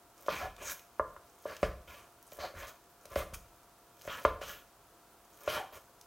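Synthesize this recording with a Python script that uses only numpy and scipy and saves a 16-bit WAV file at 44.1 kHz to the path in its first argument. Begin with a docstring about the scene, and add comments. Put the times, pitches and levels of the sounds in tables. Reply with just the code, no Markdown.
"""A small kitchen, close up and almost mono: a cook dices raw meat on a thick wooden board.
Knocks ring the damped modes of the board, and the table answers with low thuds.
The blade rasps through meat and scrapes back: trains of tiny slips shake the wood and the steel.
Wet meat ticks and crackles in filtered noise; ventilation murmurs behind as noise and wavering tones."""
import sys
import numpy as np
from scipy import signal
from scipy.fft import rfft, irfft
from scipy.io import wavfile
from scipy.ndimage import map_coordinates

SR = 44100
rng = np.random.default_rng(int(sys.argv[2]) if len(sys.argv) > 2 else 0)


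def unload_wav(signal):
    """Save mono or channel-first audio to the path in sys.argv[1] as 16-bit WAV at rate SR, clipped to [-1, 1]."""
    wavfile.write(
        sys.argv[1],
        SR,
        np.round(np.clip(np.atleast_2d(signal).T, -1, 1) * 32767).astype(np.int16),
    )


N = 267246  # length in samples

# Spectrum of the ventilation air. Each row: frequency in Hz, relative density in dB.
AIR_SPECTRUM = [(25, -3.5), (90, -9.5), (200, -11.5), (400, -7.5), (700, -9.5), (1300, -9.5), (1900, -20),
                (4000, -23), (15500, -24.5)]
# Ventilation tones. Each row: centre frequency in Hz, relative level in dB.
FAN_TONES = [(118.4, -83), (339.1, -80.5), (699.8, -72), (952.8, -78.5), (1357, -80)]
# Early reflections from the worktop and the cook's body. Each row: delay in seconds, level in dB.
ECHOES = [(.0053, -15.5), (.0107, -13.5)]
# Modes of the table under the board. Each row: frequency in Hz, level in dB, T60 in seconds.
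TABLE_MODES = [(39.2, -6.5, 0.2), (69, 1, 0.11), (87, -3, 0.073), (164, -4.5, 0.065)]
# Modes of the board. Each row: nominal frequency in Hz, nominal level in dB, T60 in seconds.
BOARD_MODES = [(182, -28, 0.056), (372.3, -23, 0.17), (448.6, -18.5, 0.28), (540, -16, 0.041),
               (558, -5, 0.084), (605.8, -4.5, 0.088), (663.5, -6.5, 0.053), (936, -20, 0.049),
               (1070.3, -7, 0.056), (1042, -6.5, 0.05), (1187, -7.5, 0.035), (1173, -12, 0.096),
               (1337, -9, 0.028), (1392, -18, 0.16), (1543, -35, 0.17), (1649, -9.5, 0.034),
               (2050, -27, 0.076), (2010, -24, 0.064), (2370, -40, 0.082), (2810, -25, 0.048)]
# Resonances of blade and board under friction. Each row: nominal centre in Hz, width in Hz,
# nominal lift in dB.
BLADE_PEAKS = [(1105, 70, 3.5), (1411, 20, 13), (1699, 74, 7.5), (2393, 320, 8), (3134, 260, 8),
               (3745, 510, 2.5), (4340, 18, 2), (5420, 1000, 6.5), (6150, 135, 9), (6640, 116, 8),
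               (7880, 110, 0), (9470, 67, 6.5), (11600, 200, 7), (13100, 110, 7.5), (13800, 340, 4)]
# Spectrum of the edge rasping. Each row: frequency in Hz, relative density in dB.
RASP_SPECTRUM = [(150, -2), (500, -6), (850, 1.5), (1200, 5.5), (2200, -2.5), (3300, -7), (4500, -9.5),
                 (7000, -26.5), (15000, -46)]
# Spectrum of the steel hissing. Each row: frequency in Hz, relative density in dB.
HISS_SPECTRUM = [(500, -15), (1400, -5), (3000, -7), (5000, -7), (7000, 0), (8500, -1), (12000, -1.5),
                 (16000, 1.5)]
# Spectrum of the edge cracking on wood. Each row: frequency in Hz, relative density in dB.
CRACK_SPECTRUM = [(100, 6), (300, -1.5), (800, -18), (1400, 1), (2800, -4.5), (4200, -14), (7000, -20.5),
                  (15000, -35)]
# Wet meat sticks to the steel and lets go. Each row: start in seconds, relative level in dB,
# centre in Hz.
TICKS = [(0.179, -49, 8020), (0.263, -41, 3270), (0.565, -43, 3670), (0.7939, -41, 2900),
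         (1.5668, -36, 3040), (2.227, -43, 14200), (2.3193, -40, 3040), (2.6707, -41.5, 6150),
         (3.055, -37, 6200), (3.1571, -32.5, 2620), (3.3413, -37, 6700), (4.013, -43, 2950),
         (6.012, -38, 6500)]
# The pressed edge sticks and slips in the wood. Each row: start in seconds, length in seconds,
# level in dB, first pitch in Hz, last pitch in Hz.
SQUEAKS = [(0.383, 0.106, -42, 728, 682), (.660, 0.076, -50.5, 1404, 1480), (2.416, 0.05, -40, 740, 680),
           (5.550, 0.12, -44, 967, 668)]
# Forward cuts. Each row: start, rise and fall in seconds, relative levels in dB of the drag on the wood,
# the rasp of the edge and the hiss of the steel, singing resonance in Hz, table rumble in dB,
# lag of the drag in seconds, relative level of the meat parting in dB.
CUTS = [(0.285, 0.08, 0.12, -42, -38.5, -48.5, 2400, -56, 0.13, -56),
        (1.455, 0.044, 0.077, -44, -47, -55, 1640, -64, -0.0059, -66),
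        (1.632, 0.0091, 0.067, -39.5, -41.5, -53, 1660, -54, 0.0037, -59.5),
        (2.386, 0.047, 0.081, -41.5, -44, -52.5, 4300, -57, 0.0051, -57.5),
        (3.157, 0.021, .075, -39, -44.5, -46, 2150, -52, 0.038, -57),
        (4.078, 0.033, .11, -48.5, -42, -55, 3140, -64, 0.054, -56),
        (4.253, .006, 0.069, -46, -46, -57.5, 1700, -62, 0.047, -55),
        (5.477, 0.031, 0.12, -38, -36.5, -44.5, 3150, -60, .07, -53)]
# The blade scrapes the pieces aside. Each row: start, rise and fall in seconds, relative levels in dB of
# the drag, the rasp and the hiss, singing resonance in Hz, swell in dB.
SCRAPES = [(0.579, 0.042, 0.11, -48, -53, -60, 2450, 3), (.612, 0.096, 0.044, -52, -47, -41, 3720, 22.5),
           (1.873, 0.038, 0.15, -51.5, -53.5, -58.5, 2400, 3),
           (2.546, 0.063, .11, -44.5, -45.5, -55, 1760, 14), (2.674, 0.013, 0.02, -60, -65, -50, 6150, 3),
           (3.1, 0.024, 0.022, -45, -58, -62, 2150, 16), (3.333, 0.0084, .025, -66, -47, -43, 2400, 8),
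           (4.41, 0.077, 0.11, -48.5, -45.5, -49, 3000, 4),
           (5.722, 0.041, 0.029, -46.5, -54, -52, 2400, 10)]
# Blade meets wood. Each row: start in seconds, relative level in dB, contact cut-off in Hz,
# lift of the upper board modes in dB, crack of the edge in dB, weight on the table in dB.
KNOCKS = [(.263, -24, 950, -7, -20, -36), (0.283, -3.5, 1570, -1.5, -16, -18),
          (0.419, -32, 900, -12, -22, -9), (0.996, -3.5, 1540, 1.5, -30, -13),
          (1.164, -30, 1700, 5.5, -5, -36), (1.4543, -8.5, 810, -1.5, -35, -27),
          (1.6293, -0.5, 1580, -8, -6.5, 0.5), (2.321, -25.5, 1210, -10, -4.5, -30),
          (2.386, -18.5, 930, -7, -20, -22), (2.538, -26, 900, -12, -20, -13.5),
          (3.054, -28, 1200, -6, -4, -30), (3.159, -5.5, 1800, -8.5, -8.5, -4.5),
          (3.3257, -26, 1200, -4, -8, -12), (4.052, -25.5, 1000, -8, -9, -32),
          (4.0755, -14, 930, -2.5, -5.5, -32), (4.2503, 2, 1790, 1.5, -10.5, -3.5),
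          (4.4142, -15.5, 940, -7, -21, -24), (5.476, -4.5, 1680, -6.5, -7, -44)]

AIR_DB = -62.5
ROOM_T60_S, ROOM_TREBLE_T60_S, ROOM_DB = 0.42, 0.36, -9.5
TOP_HZ = 15950
# every stroke bites, swells to its fullest, eases off and lets go; SWELL_DB is for cuts
BITE_S, SWELL_DB, EASE_DB, RELEASE_DB_PER_S = 0.0044, 9, 16.5, 269
# steady part of the hiss: very faint and constant, with the blade's resonances, under everything
STEADY_HISS_DB = -87.5
# wet fibres snap while the edge sinks in: level against the parting strength, mean snaps per second
SNAPS_DB, SNAPS_PER_S = -1.5, 160
# the sinking edge: speed of its swell, then its share in drag, rasp and hiss
SINK_DB_PER_S, SINK_DRAG_DB, SINK_RASP_DB, SINK_HISS_DB = 140, 1.5, -3, -2
# rumble of a scrape against its drag, singing of a stroke against its rasp
SCRAPE_RUMBLE_DB, SING_DB = -9.5, -8


def undb(db):
    """Decibels to gain."""
    return 10 ** (np.asarray(db) / 20)


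def unit(x):
    """Scale to rms 1."""
    return x / np.sqrt(np.mean(x ** 2))


def seconds(length):
    """Time axis of a given length."""
    return np.arange(int(length * SR)) / SR


def add(track, s, sound):
    """Mix a sound in at a time in seconds."""
    i = int(s * SR)
    track[i:i + len(sound)] += sound[:N - i]


def lowpass(x, hz, order=2):
    """Butterworth low-pass."""
    sos = signal.butter(order, min(hz, SR / 2 - 1), fs=SR, output="sos")
    return signal.sosfilt(sos, x)


def highpass(x, hz, order=2):
    """Butterworth high-pass."""
    return signal.sosfilt(signal.butter(order, hz, "high", fs=SR, output="sos"), x)


def through(x, response):
    """Pass a sound through an impulse response."""
    return signal.fftconvolve(x, response)[:len(x)]


def colour(x, points, peaks=(), size=8192):
    """Minimum-phase filter from a smooth spectrum with resonances standing on it."""
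    f = np.arange(size // 2 + 1) * SR / size + 1e-3
    hz, db = np.transpose(points)
    curve_db = np.interp(np.log(f), np.log(hz), db)
    for centre, width, lift in peaks:
        curve_db = curve_db + lift / (1 + (2 * (f - centre) / width) ** 2)
    # folding the cepstrum makes the filter causal
    cepstrum = irfft(np.log(undb(curve_db)))
    cepstrum[1:size // 2] *= 2
    cepstrum[size // 2 + 1:] = 0
    return through(x, irfft(np.exp(rfft(cepstrum))))


def spread(x, hz, sharpness=1.3):
    """All-pass: bending waves near one frequency reach the surface a little later."""
    b, a = signal.iirpeak(hz, sharpness, fs=SR)
    return x - 2 * signal.lfilter(b, a, x)


def glide(x, speed):
    """Slide all resonances of a sound by a moving factor."""
    return map_coordinates(x, [np.cumsum(speed)], order=3, mode="wrap")


def fade(t, t60):
    """Exponential decay by 60 dB in t60 seconds."""
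    return np.exp(-np.log(1000) * t / t60)


def ring(modes, upper_db=0, split_hz=850):
    """Impulse response of damped modes, with those above the split lifted."""
    t = seconds(.5)
    response = np.zeros(len(t))
    for hz, db, t60 in modes:
        gain = undb(db + upper_db * (hz > split_hz))
        response += gain * fade(t, t60) * np.sin(2 * np.pi * hz * t)
    return response


def walk(rate):
    """Random wander of rms 1, with a new target rate times a second."""
    knots = rng.standard_normal(int(N / SR * rate) + 2)
    return unit(np.interp(np.arange(N) / SR * rate, np.arange(len(knots)), knots))


def grains(rate, spread_db):
    """A random train of tiny slips, a few much stronger than the rest."""
    sizes = undb(spread_db * np.minimum(rng.exponential(size=N), 5))
    return (rng.random(N) < rate / SR) * sizes * rng.choice([-1, 1], N)


def patchy(x, depth_db=2.6, rate=22, low_hz=900, step_octaves=0.485, count=9):
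    """Bands about half an octave apart swell and fade by themselves as the point of contact moves."""
    spectrum = rfft(x)
    octaves = np.log2((np.arange(len(spectrum)) + 1) * SR / N / low_hz)
    place = np.clip(octaves / step_octaves, 0, count - 1)
    out = np.zeros(N)
    for k in range(count):
        band = irfft(spectrum * np.maximum(1 - np.abs(place - k), 0), N)
        out += band * undb(depth_db * walk(rate))
    return unit(out)


def background(tones_db=0.5, waver_db=-0.24, side_db=-71, wow=0.00082):
    """Ventilation air and wavering tones in the middle; a faint hiss of opposite sign in each channel."""
    air = undb(AIR_DB + waver_db * walk(2.78)) * unit(colour(rng.standard_normal(N), AIR_SPECTRUM))
    tones = np.zeros(N)
    for hz, db in FAN_TONES:
        cycles = hz * np.cumsum(1 + wow * walk(40.24)) / SR
        tones += undb(db + tones_db) * unit(np.sin(2 * np.pi * cycles))
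    side_spectrum = [(120, 10.5), (600, 6.5), (1300, -5), (3000, 8.0)]  # Hz, dB
    side = undb(side_db) * unit(colour(rng.standard_normal(N), side_spectrum))
    return air + tones + side * np.array([[1], [-1]])


def kitchen(x, build_s=0.0074, split_hz=2000):
    """Two close reflections and a short diffuse reverberation that dies sooner in the treble."""
    t = seconds(.7)
    noise = rng.standard_normal(len(t))
    low = lowpass(noise, split_hz, order=1)
    decay = low * fade(t, ROOM_T60_S) + (noise - low) * fade(t, ROOM_TREBLE_T60_S)
    tail = decay * (1 - np.exp(-(t / build_s) ** 2))
    out = x + undb(ROOM_DB) * through(x, tail / np.linalg.norm(tail))
    for delay, db in ECHOES:
        add(out, delay, undb(db) * x)
    return out


def parting():
    """Strength of the edge sinking through the meat: it swells up to the start of each cut."""
    t = np.arange(N) / SR
    out = np.zeros(N)
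    for s, *_, db in CUTS:
        out += undb(db - SINK_DB_PER_S * np.abs(s - t)) * np.clip((s - t) / BITE_S, 0, 1)
    return out


def strokes():
    """Cuts and scrapes alike: (s, rise, fall, drag, rasp, hiss, singing Hz, rumble, lag, swell)."""
    cuts = [(*cut[:-1], SWELL_DB) for cut in CUTS]
    scrapes = []
    for s, rise, fall, drag, rasp, hiss, hz, swell in SCRAPES:
        scrapes.append((s, rise, fall, drag, rasp, hiss, hz, drag + SCRAPE_RUMBLE_DB, 0, swell))
    return cuts + scrapes


def stroke(s, rise, fall, swell_db, lag=0):
    """Pressure of one stroke; a positive lag moves its fullest moment towards the end."""
    t = np.arange(N) / SR - s
    end = rise + fall
    fullest = np.clip(rise + lag, .002, end - .01)
    swelling_db = swell_db * np.clip(1 - t / fullest, 0, 1) ** 2
    easing_db = EASE_DB * np.clip((t - fullest) / (end - fullest), 0, 1) ** 2
    release_db = RELEASE_DB_PER_S * np.maximum(t - end, 0)
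    return np.clip(t / BITE_S, 0, 1) * undb(-swelling_db - easing_db - release_db)


def pressures(drag_focus=1.05):
    """Strength of drag, rasp, hiss and rumble; drag and rumble lean towards the high pressures."""
    drag, rasp, hiss, rumble = np.zeros((4, N))
    for s, rise, fall, drag_db, rasp_db, hiss_db, _, rumble_db, lag, swell_db in strokes():
        on_edge = stroke(s, rise, fall, swell_db)
        on_wood = stroke(s, rise, fall, swell_db, lag) ** drag_focus
        drag += undb(drag_db) * on_wood
        rasp += undb(rasp_db) * on_edge
        hiss += undb(hiss_db) * on_edge
        rumble += undb(rumble_db) * on_wood ** 2
    sinking = parting()
    drag += undb(SINK_DRAG_DB) * sinking
    rasp += undb(SINK_RASP_DB) * sinking
    hiss += undb(SINK_HISS_DB) * sinking + undb(STEADY_HISS_DB)
    return drag, rasp, hiss, rumble


def thuds(rumble, level_db=-33, push_hz=130, rattle_db=-3, rattle_t60=0.54, late_s=0.0038):
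    """The hand's weight rocks the table just after each knock; noise through its modes rumbles in strokes."""
    out, t, table = np.zeros(N), seconds(.5), ring(TABLE_MODES)
    for s, *_, weight_db in KNOCKS:
        shaken = through(rng.standard_normal(len(t)), table)
        shudder = unit(lowpass(shaken, 2 * push_hz)) * fade(t, rattle_t60)
        thud = lowpass(table, push_hz) + undb(rattle_db) * shudder
        add(out, s + late_s, undb(weight_db + level_db) * thud)
    shaking = unit(lowpass(through(rng.standard_normal(N), table), 2 * push_hz))
    return out + rumble * shaking


def ticks(level_db=-6.5, t60=0.017, skirt_db=-12, stray_db=-76):
    """Wet surfaces part with short snaps; a faint crackle runs throughout and grows as the edge sinks in."""
    out, t = np.zeros(N), seconds(0.063)
    for s, db, hz in TICKS:
        spectrum = [(hz / 10, 2 * skirt_db), (hz, 0), (hz * 4, skirt_db)]
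        snap = colour(rng.standard_normal(len(t)), spectrum, BLADE_PEAKS)
        add(out, s, undb(db + level_db) * unit(snap) * fade(t, t60))
    snaps = grains(rate=SNAPS_PER_S, spread_db=2.5)
    crackle = highpass(colour(snaps, HISS_SPECTRUM, BLADE_PEAKS), 2000)
    strength = undb(stray_db) + undb(SNAPS_DB) * parting()
    return out + strength * patchy(crackle, depth_db=4, rate=87)


def squeaks(cycles=22):
    """Stick and slip ring one resonance, which shifts as more of the edge lies on the wood."""
    out = np.zeros(N)
    for s, length, db, first_hz, last_hz in SQUEAKS:
        progress = seconds(length) / length
        slips = grains(rate=1700, spread_db=4.0)[:SR]
        tone = through(slips, ring([(first_hz, 0, cycles / first_hz)]))
        steady = highpass(tone, first_hz / 2)[SR // 2:]  # skip the build-up
        tone = glide(steady, (last_hz / first_hz) ** progress)
        add(out, s, undb(db) * np.sin(np.pi * progress) * unit(tone))
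    return out


def singing(cycles=18, focus=1.5, wander=.02):
    """Each stroke brings out one blade resonance of its own while the pressure is high."""
    out, drift = np.zeros(N), 1 + wander * walk(14)
    for s, rise, fall, _, rasp_db, _, hz, _, _, swell_db in strokes():
        span = slice(int(s * SR), int(s * SR) + SR // 2)
        slips = grains(rate=1800, spread_db=2.5)[span]
        tone = highpass(through(slips, ring([(hz, 0, cycles / hz)])), hz / 2)
        pressure = stroke(s, rise, fall, swell_db)[span] ** focus
        out[span] += undb(rasp_db + SING_DB) * pressure * unit(glide(tone, drift[span]))
    return out


def slicing(drag, rasp, hiss, drag_db=-4.5, rasp_db=-2.5, hiss_db=-2, catch_db=1.92, catch_rate=60,
            clump_db=1.5, clump_rate=25, corner_hz=430):
    """The edge slips over wood fibres and sinew in uneven catches, shaking both board and blade."""
    slips = grains(rate=4000, spread_db=2.6)
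    # the blade's resonances drift as the point of contact travels along it
    drift = 1 + .016 * walk(14)
    wood = unit(highpass(through(slips, ring(BOARD_MODES, upper_db=-1)), corner_hz))
    edge = patchy(glide(colour(slips, RASP_SPECTRUM, BLADE_PEAKS), drift))
    edge = edge * undb(clump_db * walk(clump_rate))
    # clear of the meat, the steel rings more freely
    free_blade = [(hz, width, 1.3 * lift) for hz, width, lift in BLADE_PEAKS]
    fine_slips = grains(rate=9000, spread_db=3.5)
    steel = patchy(glide(colour(fine_slips, HISS_SPECTRUM, free_blade), drift))
    grip = undb(catch_db * walk(catch_rate))
    friction = undb(drag_db) * drag * wood + undb(rasp_db) * rasp * edge
    return grip * friction + undb(hiss_db) * hiss * steel


def knocks(wood_db=-18.5, crack_db=-23.5, crack_t60=0.056, slow_hz=650, spot_db=1.1, detune=0.0073,
           corner_hz=490, reach_octaves=0.6):
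    """The edge lands on the board; meat under it lengthens the contact and dulls the blow."""
    out, t = np.zeros(N), seconds(0.21)
    for s, db, contact_hz, upper_db, edge_db, weight_db in KNOCKS:
        # each spot on the board favours slightly different modes
        modes = []
        for hz, mode_db, t60 in BOARD_MODES:
            spot_hz = hz * (1 + detune * rng.standard_normal())
            modes.append((spot_hz, mode_db + spot_db * rng.standard_normal(), t60))
        wood = spread(lowpass(ring(modes, upper_db), contact_hz, order=4), slow_hz)
        crack = unit(colour(rng.standard_normal(len(t)), CRACK_SPECTRUM)) * fade(t, crack_t60)
        # a heavy landing moves the whole board and reaches lower than a touch of the tip
        reach_hz = corner_hz / 2 ** (reach_octaves * undb(weight_db) ** 2)
        add(out, s, undb(db + wood_db) * highpass(wood, reach_hz))
        add(out, s, undb(db + edge_db + crack_db) * crack)
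    return out


def scene():
    """Blade, board and meat sound into the small room; table thuds and ventilation join without its echo."""
    drag, rasp, hiss, rumble = pressures()
    work = knocks() + slicing(drag, rasp, hiss) + singing() + squeaks() + ticks()
    return kitchen(work) + thuds(rumble) + background()


def record(dry):
    """The recorder trims the deepest rumble and cuts the top steeply."""
    trimmed = highpass(dry, 36.3, order=5)
    return signal.sosfilt(signal.ellip(10, .1, 70, TOP_HZ, fs=SR, output="sos"), trimmed)


dry = scene()
out = record(dry)
unload_wav(out)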